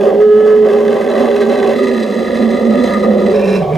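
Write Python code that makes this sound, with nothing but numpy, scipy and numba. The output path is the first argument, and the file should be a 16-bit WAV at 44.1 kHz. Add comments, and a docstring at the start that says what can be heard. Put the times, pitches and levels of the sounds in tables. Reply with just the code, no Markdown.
"""Elephant roaring in dry scrub

An elephant a few metres off, a vehicle idling nearby. A clear high note over a low throat tone breaks up
into a chaotic growl: irregular puffs of air ring the throat, mouth and trunk, whose shape changes three
times. A thin squeal comes near the end. The camcorder's two close microphones pick up short echoes from
the scrub; it clips the loudest peaks and adds hiss and a faint line whine."""
import sys
import numpy as np
from scipy import signal
from scipy.fft import rfft, irfft
from scipy.io import wavfile
from scipy.ndimage import uniform_filter1d
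from numba import njit

SR = 44100
rng = np.random.default_rng(int(sys.argv[2]) if len(sys.argv) > 2 else 0)


def transcribe(signal):
    """Save signal, clipped to [-1, 1], as a 16-bit WAV file at the path in sys.argv[1]."""
    frames = np.atleast_2d(signal).T
    limited = np.clip(frames, -1, 1)
    pcm = np.round(limited * 32767).astype(np.int16)
    wavfile.write(sys.argv[1], SR, pcm)


N = 166257
TIME = np.arange(N) / SR


def undb(db):
    """Turn dB into gain."""
    return 10 ** (np.asarray(db) / 20)


def unit(x):
    """Scale to rms 1."""
    return x / np.sqrt(np.mean(x ** 2))


def curve(table, col):
    """One column of a table, interpolated along time."""
    table = np.array(table, float)
    return np.interp(TIME, table[:, 0], table[:, col])


def walk(rate_hz):
    """Random levels held 1 / rate_hz seconds and smoothed twice; rms 1."""
    hold = int(SR / rate_hz)
    steps = np.repeat(rng.standard_normal(N // 40)[:N // hold + 1], hold)
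    return unit(uniform_filter1d(uniform_filter1d(steps, hold), hold)[:N])


def phase_of(hz):
    """Phase of a tone that follows hz."""
    return 2 * np.pi * np.cumsum(hz) / SR


def decay(kicks, seconds):
    """Give each kick an exponential tail with this time constant."""
    return signal.lfilter([1], [1, -np.exp(-1 / (seconds * SR))], kicks)


@njit
def bandpass(x, hz, width):
    """State-variable band-pass with a moving centre, gain 1 there."""
    y, band, low = np.empty(len(x)), 0., 0.
    for i in range(len(x)):
        g, damping = np.pi * hz[i] / SR, width / hz[i]
        g = g + g ** 3 / 3
        v = (band + g * (x[i] - low)) / (1 + g * (g + damping))
        band, low = 2 * v - band, low + 2 * g * v
        y[i] = damping * v
    return y


def ring(x, hz, width_hz):
    """A steep resonance: two wider band-passes in series."""
    hz = hz + np.zeros(N)
    return bandpass(bandpass(x, hz, 1.4 * width_hz), hz, 1.4 * width_hz)


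def coloured(x, spectrum):
    """Shape x by a spectrum of (Hz, dB) points; rms 1."""
    hz = np.fft.rfftfreq(N, 1 / SR) + 1
    points_hz, points_db = np.array(spectrum).T
    gain = undb(np.interp(np.log(hz), np.log(points_hz), points_db))
    return unit(irfft(rfft(x) * gain, N))


# The nearby vehicle at the microphones. Each row: time in seconds, level in dB.
ENGINE_LEVEL = [(0.05, -47), (0.23, -44.5), (0.25, -49), (1.99, -44), (2.06, -54), (2.31, -40.5),
                (3.77, -38.5)]
# Its hum. Each row: multiple of the firing rate, relative level in dB.
ENGINE_ORDERS = [(1, -22.5), (2, -10), (3, -2.5), (4, -18.5), (5, -17)]


def engine(firing_hz=26):
    """A vehicle idling nearby: low multiples of the firing rate over a dull rumble."""
    phase = phase_of(firing_hz * (1 + .013 * walk(3)))
    beat = sum(undb(db + .55 * walk(11)) * np.sin(k * phase) for k, db in ENGINE_ORDERS)
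    rumble = ring(rng.standard_normal(N), hz=110, width_hz=80)
    return unit(unit(beat) + undb(-11) * unit(rumble)) * undb(curve(ENGINE_LEVEL, 1))


def scrub_echoes(x, t60_s=.29, level_db=-8):
    """Two short, unlike tails of echoes scattered by the scrub around the animal."""
    t = np.arange(SR // 2) / SR
    tails = rng.standard_normal((2, len(t))) * undb(-60 * t / t60_s)
    tails /= np.sqrt(np.sum(tails ** 2, axis=1, keepdims=True))
    return undb(level_db) * signal.fftconvolve(x[None], tails, axes=1)[:, :N]


# The closing squeal. Each row: time in seconds, lower and upper pitch in Hz, level of each in dB.
WHISTLES = [(3.38, 2360, 2590, -60), (3.43, 2415, 2625, -32), (3.49, 2425, 2650, -41),
            (3.53, 2400, 2685, -34), (3.6, 2420, 2690, -38)]


def squeal():
    """Two thin, fluttering whistles near the end of the roar."""
    pair = np.zeros(N)
    for col in (1, 2):
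        hz = curve(WHISTLES, col) * (1 + .006 * walk(60))
        pair += np.sin(phase_of(hz)) * undb(3 * walk(40))
    sounding = (TIME > WHISTLES[0][0]) & (TIME < WHISTLES[-1][0])
    return np.sqrt(2) * pair * undb(curve(WHISTLES, 3)) * sounding


# When throat, mouth and trunk take their next shape. Each entry: time in seconds.
SHAPE_CHANGES_S = [1.75, 3.33, 3.62]
# The grain of the low tone. Each entry: roughness from 0 to 1 in one of the four shapes.
THROAT_ROUGHNESS = [1, 1, .45, .8]
# The low tone under the roar. Each row: time in seconds, pitch in Hz, level in dB.
THROAT_TONE = [(0, 201.7, -22), (.2, 212, -20.5), (.32, 222.8, -28), (.37, 213.3, -15.5),
               (.46, 212.3, -24.5), (.7, 226.4, -20.5), (1.05, 232, -22), (1.1, 238.7, -18.5),
               (1.5, 236.6, -18.5), (1.89, 238.2, -15.5), (1.93, 239.5, -18.5), (2.08, 221, -15),
               (2.3, 230.2, -18), (2.42, 231.1, -13), (2.65, 230.2, -17.5), (2.75, 236.2, -11.5),
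               (2.92, 214, -16), (3.29, 215, -14.5), (3.38, 206.3, -13.5), (3.6, 189.2, -12),
               (3.65, 148.4, -20.5), (3.7, 141.8, -21.5), (3.77, 172, -12.5)]


def throat(airflow):
    """A wavering hum and the airflow ringing the throat at the same pitch, over a faint lower ring."""
    hz = curve(THROAT_TONE, 1)
    roughness = np.array(THROAT_ROUGHNESS)[np.searchsorted(SHAPE_CHANGES_S, TIME)]
    hum = np.sin(phase_of(hz * (1 + roughness * .05 * walk(75))))
    hum *= undb(roughness * 3 * walk(22.01))
    breath = roughness * undb(-4) * unit(ring(airflow, hz, width_hz=60))
    body = unit(ring(unit(hum) + breath, hz, width_hz=140))
    chest = undb(-39.5) * unit(ring(airflow, hz=154.2, width_hz=24))
    return body * undb(curve(THROAT_TONE, 2)) + chest


# Hard slaps of tissue in the growl. Each row: start in seconds, strength in dB relative to the puffs.
TISSUE_SLAPS = [(1.412, 5), (1.785, 7), (1.837, 7), (1.869, 10), (2.026, 6), (2.369, 6), (2.755, 6),
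                (2.837, 7), (2.936, 7), (3.262, 6)]


def slaps():
    """The envelope of the slaps: sudden swells that die away quickly."""
    kicks = np.zeros(N)
    for start, db in TISSUE_SLAPS:
        kicks[int(start * SR)] = undb(db)
    return decay(kicks, seconds=.005)


def pulse_train(gaps, rate_hz, levels_db):
    """Single-sample pulses, their gaps given in periods of rate_hz."""
    at = (np.cumsum(gaps) / rate_hz * SR).astype(int)
    pulses = np.zeros(N)
    pulses[at[at < N]] = undb(levels_db)[at < N]
    return pulses


def snaps():
    """Tissue snapping among the puffs: scattered, very short cracks of uneven strength."""
    gaps = rng.gamma(6, 1 / 6, 600)
    clicks = pulse_train(gaps, rate_hz=75, levels_db=2.5 * rng.standard_normal(600))
    return undb(-3) * unit(decay(clicks, seconds=.001) * rng.standard_normal(N))


def puffs(jitter=.45, air_share=.63, flap_hz=26):
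    """Irregular pulses, each trailed by a spurt of air; two signals with like timing and unlike air."""
    gap_spread, levels_db = rng.standard_normal((3000, 2)).T
    pulses = pulse_train(np.exp(jitter * gap_spread), rate_hz=210.3, levels_db=levels_db)
    spurts = decay(pulses, seconds=.0053)
    bursts_db = 1.5 * walk(59.08)
    throb_db = .5 * np.sin(phase_of(flap_hz * (1 + .058 * walk(8.5))))  # a slow flap of tissue
    swell = undb(bursts_db + throb_db) * (1 + slaps())
    clicks = (1 - air_share) * unit(pulses - pulses.mean())
    airs = [air_share * unit(spurts * rng.standard_normal(N)) for _ in range(2)]
    return [unit(swell * (air + clicks)) for air in airs]


def tract(source, shapes, fade_s=.011):
    """The source rings the resonances of mouth and trunk, each shape crossfading into the next."""
    passed = [np.clip((TIME - change) / fade_s + .5, 0, 1) for change in SHAPE_CHANGES_S]
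    shares = -np.diff([np.ones(N)] + passed + [np.zeros(N)], axis=0)
    voiced = np.zeros(N)
    for share, shape in zip(shares, shapes):
        rings = sum(undb(db) * ring(source, hz, width) for hz, width, db in shape)
        voiced += np.sqrt(share) * unit(rings)
    return voiced


# Hollows in the growl. Each row: centre in Hz in the first shape, the second, the last two, width in Hz.
BRANCH_NOTCHES = [(1400, 1560, 1400, 160), (880, 900, 890, 60), (2290, 2290, 1950, 150),
                  (2885, 2870, 2950, 100), (3720, 3690, 4400, 120), (4250, 4350, 4600, 200)]


def side_branches(x):
    """Side branches of the airway carve notches that move with its shape."""
    shape = np.searchsorted(SHAPE_CHANGES_S[:2], TIME)
    for *centres, width in BRANCH_NOTCHES:
        x = x - bandpass(x, np.array(centres, float)[shape], float(width))
    return x


# Resonances of mouth and trunk in four bands, each with one list per shape.
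# Each row: centre in Hz, width in Hz, relative level in dB.
LOW_RINGS = [
    [(402.7, 54, -0.5), (465.7, 37, 4), (540.6, 68, 2.5), (596, 57, -4), (711, 82, -8)],
    [(381, 34, 1.5), (502.2, 72, 2.5), (557, 69, -5.5), (675.4, 33, -9.5)],
    [(298, 43, -15), (423, 60, 4.5), (540, 63, 4), (627, 33, -15.5), (800, 14, -15.5)],
    [(401, 71, -11), (534, 36, -8), (626, 31, -6), (742, 32, -6)],
]
MIDDLE_RINGS = [
    [(1037, 47, -3.5), (1117, 140, 0)],
    [(968, 42, -1), (1062, 64, -18), (1225.4, 45, 4.5)],
    [(980, 170, 6), (1100, 140, 2), (1310, 150, -5.5)],
    [(930, 140, -2), (1110, 52, 2)],
]
UPPER_RINGS = [
    [(1561, 40, 4), (1750, 47, -1.5), (1975, 240, -0.5)],
    [(1704, 14.3, 8), (1926, 185, 6), (1978, 79, 4)],
    [(1440, 140, -0.071), (1760, 180, 0.86), (2120, 53, -1.98)],
    [(1580, 260, -7.5), (2090, 260, -1)],
]
TREBLE_RINGS = [
    [(2620, 400, 5), (2980, 110, 2), (3400, 300, 2), (3970, 170, 6), (4500, 400, -9), (6500, 240, -12)],
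    [(2640, 380, 3), (3050, 250, -3), (3420, 300, 1), (3975, 150, 7), (4700, 400, -7), (6400, 200, -9),
     (7900, 250, -12)],
    [(2420, 110, 0), (2670, 110, -1), (3100, 250, -13), (3450, 300, -14), (3900, 300, -7), (5200, 700, -14)],
    [(2280, 110, 7), (3050, 530, -4), (4700, 600, -10)],
]
# The broad rasp under the treble resonances. Each row: frequency in Hz, relative level in dB.
RASP_SPECTRUM = [(2000, -26), (3000, -6), (4500, -9.5), (5540, -11), (8000, -17), (11700, -21),
                 (13200, -27), (15000, -44)]
# The growl from a few metres. Each row: time in seconds, low, middle, upper and treble level in dB.
GROWL_LEVELS = [(0.03, -13, -26.5, -40, -34.5), (0.12, -13, -30, -33.5, -42.5),
                (0.18, -17, -41.5, -38, -43), (0.21, -16, -30, -28.5, -35.5), (0.26, -28, -48, -45.5, -51),
                (0.48, -20, -32.5, -33, -37), (0.64, -25, -38, -38, -45), (0.66, -13.5, -28.5, -33, -37.5),
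                (0.73, -18.5, -30.5, -33, -36), (1.2, -12.5, -25, -29, -33.5),
                (1.41, -18, -29.5, -31.5, -34), (1.67, -14, -27, -29, -32.5),
                (1.75, -19.5, -31, -30.5, -35), (2.74, -16, -29, -31, -37),
                (2.86, -15.5, -28, -28.5, -32.5), (2.97, -18, -20.5, -24.5, -35),
                (3.0, -18.5, -39.5, -32, -38), (3.04, -13.5, -20.5, -29.5, -35),
                (3.08, -14, -31.5, -32.5, -42), (3.23, -13, -26.5, -34, -36.5),
                (3.57, -15.5, -27, -32.5, -31.5), (3.66, -19, -29.5, -43, -47), (3.73, -16, -31, -37, -45),
                (3.75, -20.5, -26, -33, -34)]


def growl(airflow, puffing, rasp_puffs, steady_share=.13, muffled_s=1.1):
    """Air through mouth and trunk: mostly even flow in the low band, puffs and cracks higher up."""
    cracks = snaps() + slaps() * rng.standard_normal(N)
    rasp = np.sqrt(1 - steady_share) * rasp_puffs + np.sqrt(steady_share) * rng.standard_normal(N)
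    rasp = undb(-6.5) * coloured(rasp + cracks, RASP_SPECTRUM)
    low = tract(airflow, LOW_RINGS)
    middle = tract(np.sqrt(.5) * (puffing + airflow), MIDDLE_RINGS)
    upper = tract(puffing + cracks, UPPER_RINGS)
    treble = unit(tract(puffing + cracks, TREBLE_RINGS) + rasp)
    bands = (low, middle, upper, treble)
    voice = sum(band * undb(curve(GROWL_LEVELS, col)) for col, band in enumerate(bands, 1))
    # One treble ring starts muffled and opens up.
    muffling = np.sqrt(np.clip(1 - TIME / muffled_s, 0, 1))
    voice -= muffling * bandpass(voice, hz=np.full(N, 3950.), width=700.)
    return side_branches(voice)


# The high note from a few metres. Each row: time in seconds, pitch in Hz, level in dB,
# roughness from 0 (clear) to about 1, gain of the overtones in dB.
HIGH_NOTE = [(0, 410, -10, 0.8, -1), (.17, 409.5, -12.5, 0.24, -18.5), (.21, 422, -5, 0.09, -12),
             (.4, 425.4, -6, 0.15, -6), (.53, 426.6, -5.5, 0.1, -4), (.6, 425.4, -7.5, 0.08, -24),
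             (.68, 418, -9, 0.31, -7), (.9, 414, -12.5, 0.35, -13), (1.0, 402.7, -17.5, 0.48, -20),
             (1.3, 405, -15.5, 0.49, -15), (1.45, 406.6, -9.5, 0.26, -8), (1.55, 408.2, -16, 0.46, -8),
             (1.67, 401.4, -11, 0.39, -19), (1.78, 397.8, -19, 0.8, -20), (3.0, 409, -31.5, 1.01, -10),
             (3.33, 423.2, -19, 0.49, -26), (3.36, 421, -10.5, 0.16, -26), (3.42, 412.6, -31, 0.19, -25),
             (3.48, 407, -18, 0.42, -17), (3.77, 417, -27, 1, -15)]
# Its overtones. Each row: multiple of the pitch, level in dB relative to the note before that gain.
OVERTONES = [(2, -34), (3, -21), (4, -23), (5, -42), (7, -38)]


def high_note(wobble=.045, flutter_db=5.5):
    """The elephant's high note: near a sine when clear, wavering in pitch and level when rough."""
    roughness = np.clip(curve(HIGH_NOTE, 3), 0, 1)
    phase = phase_of(curve(HIGH_NOTE, 1) * (1 + wobble * roughness * walk(70)))
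    overtones = sum(undb(db) * np.sin(k * phase) for k, db in OVERTONES)
    wave = np.sin(phase) + undb(curve(HIGH_NOTE, 4)) * overtones
    return np.sqrt(2) * wave * undb(curve(HIGH_NOTE, 2) + flutter_db * roughness * walk(45))


# Balance between the two microphones. Each row: frequency in Hz, left over right in dB.
MIC_BALANCE = [(60, -1.0), (120, -1.5), (200, -3.0), (380, -2.5), (700, -1.0), (1290, 0.0), (2380, -4.5),
               (4400, -2.0), (8120, -0.5), (15000, 0.0)]
# Phase between them. Each row: frequency in Hz, lead of the left in radians.
MIC_PHASE = [(0, 0), (600, 0.6), (950, 0.3), (1290, -0.9), (1550, 0.2), (2500, 0.3), (2930, 0.1),
             (5680, 0.15), (6800, 0.0)]


def microphone_pair(x):
    """Sound reaches two closely spaced microphones, each with its own colour and phase."""
    padded = np.pad(x, SR, "reflect")
    hz = np.fft.rfftfreq(len(padded), 1 / SR)
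    balance_db = np.interp(hz, *np.array(MIC_BALANCE).T)
    lead = np.interp(hz, *np.array(MIC_PHASE).T)
    left = undb(balance_db / 2) * np.exp(.5j * lead)
    return irfft(rfft(padded) * np.array([left, 1 / left]), len(padded))[:, SR:-SR]


def scene(steady_share=.93):
    """The roar, its echoes from the scrub and the idling engine, as they reach the microphones."""
    puffing, rasp_puffs = puffs()
    airflow = np.sqrt(1 - steady_share) * puffing + np.sqrt(steady_share) * rng.standard_normal(N)
    tones = high_note() + throat(airflow) + squeal()
    growling = growl(airflow, puffing, rasp_puffs)
    # The tones get only a faint echo, so they stay clear and steady.
    echo, side_echo = scrub_echoes(growling + undb(-8) * tones)
    # The second tail, dulled and opposite in the two channels, gives the scrub its width.
    side = undb(-3) * signal.lfilter([.3], [1, -.7], side_echo) * np.array([[1], [-1]])
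    return microphone_pair(tones + growling + echo + engine()) + side


# Hiss of the microphones. Each row: frequency in Hz, relative level in dB.
MIC_HISS = [(1760, -35), (3000, -8), (4900, -19), (10600, -32), (13100, -24.5), (14700, -59)]


def record(dry, whine_hz=15625, top_hz=15900, headroom=1.58):
    """The camcorder rounds the peaks, adds line whine and hiss, cuts the top and clips at full scale."""
    whine = undb(-72) * np.sin(phase_of(np.full(N, whine_hz)))
    hiss = undb(-47) * coloured(rng.standard_normal(N), MIC_HISS)
    rounded = headroom * np.tanh(dry / headroom)
    lowpass = signal.ellip(8, .2, 70, top_hz, fs=SR, output="sos")
    return np.clip(signal.sosfilt(lowpass, rounded + whine + hiss), -1, 1)


dry = scene()
out = record(dry)
transcribe(out)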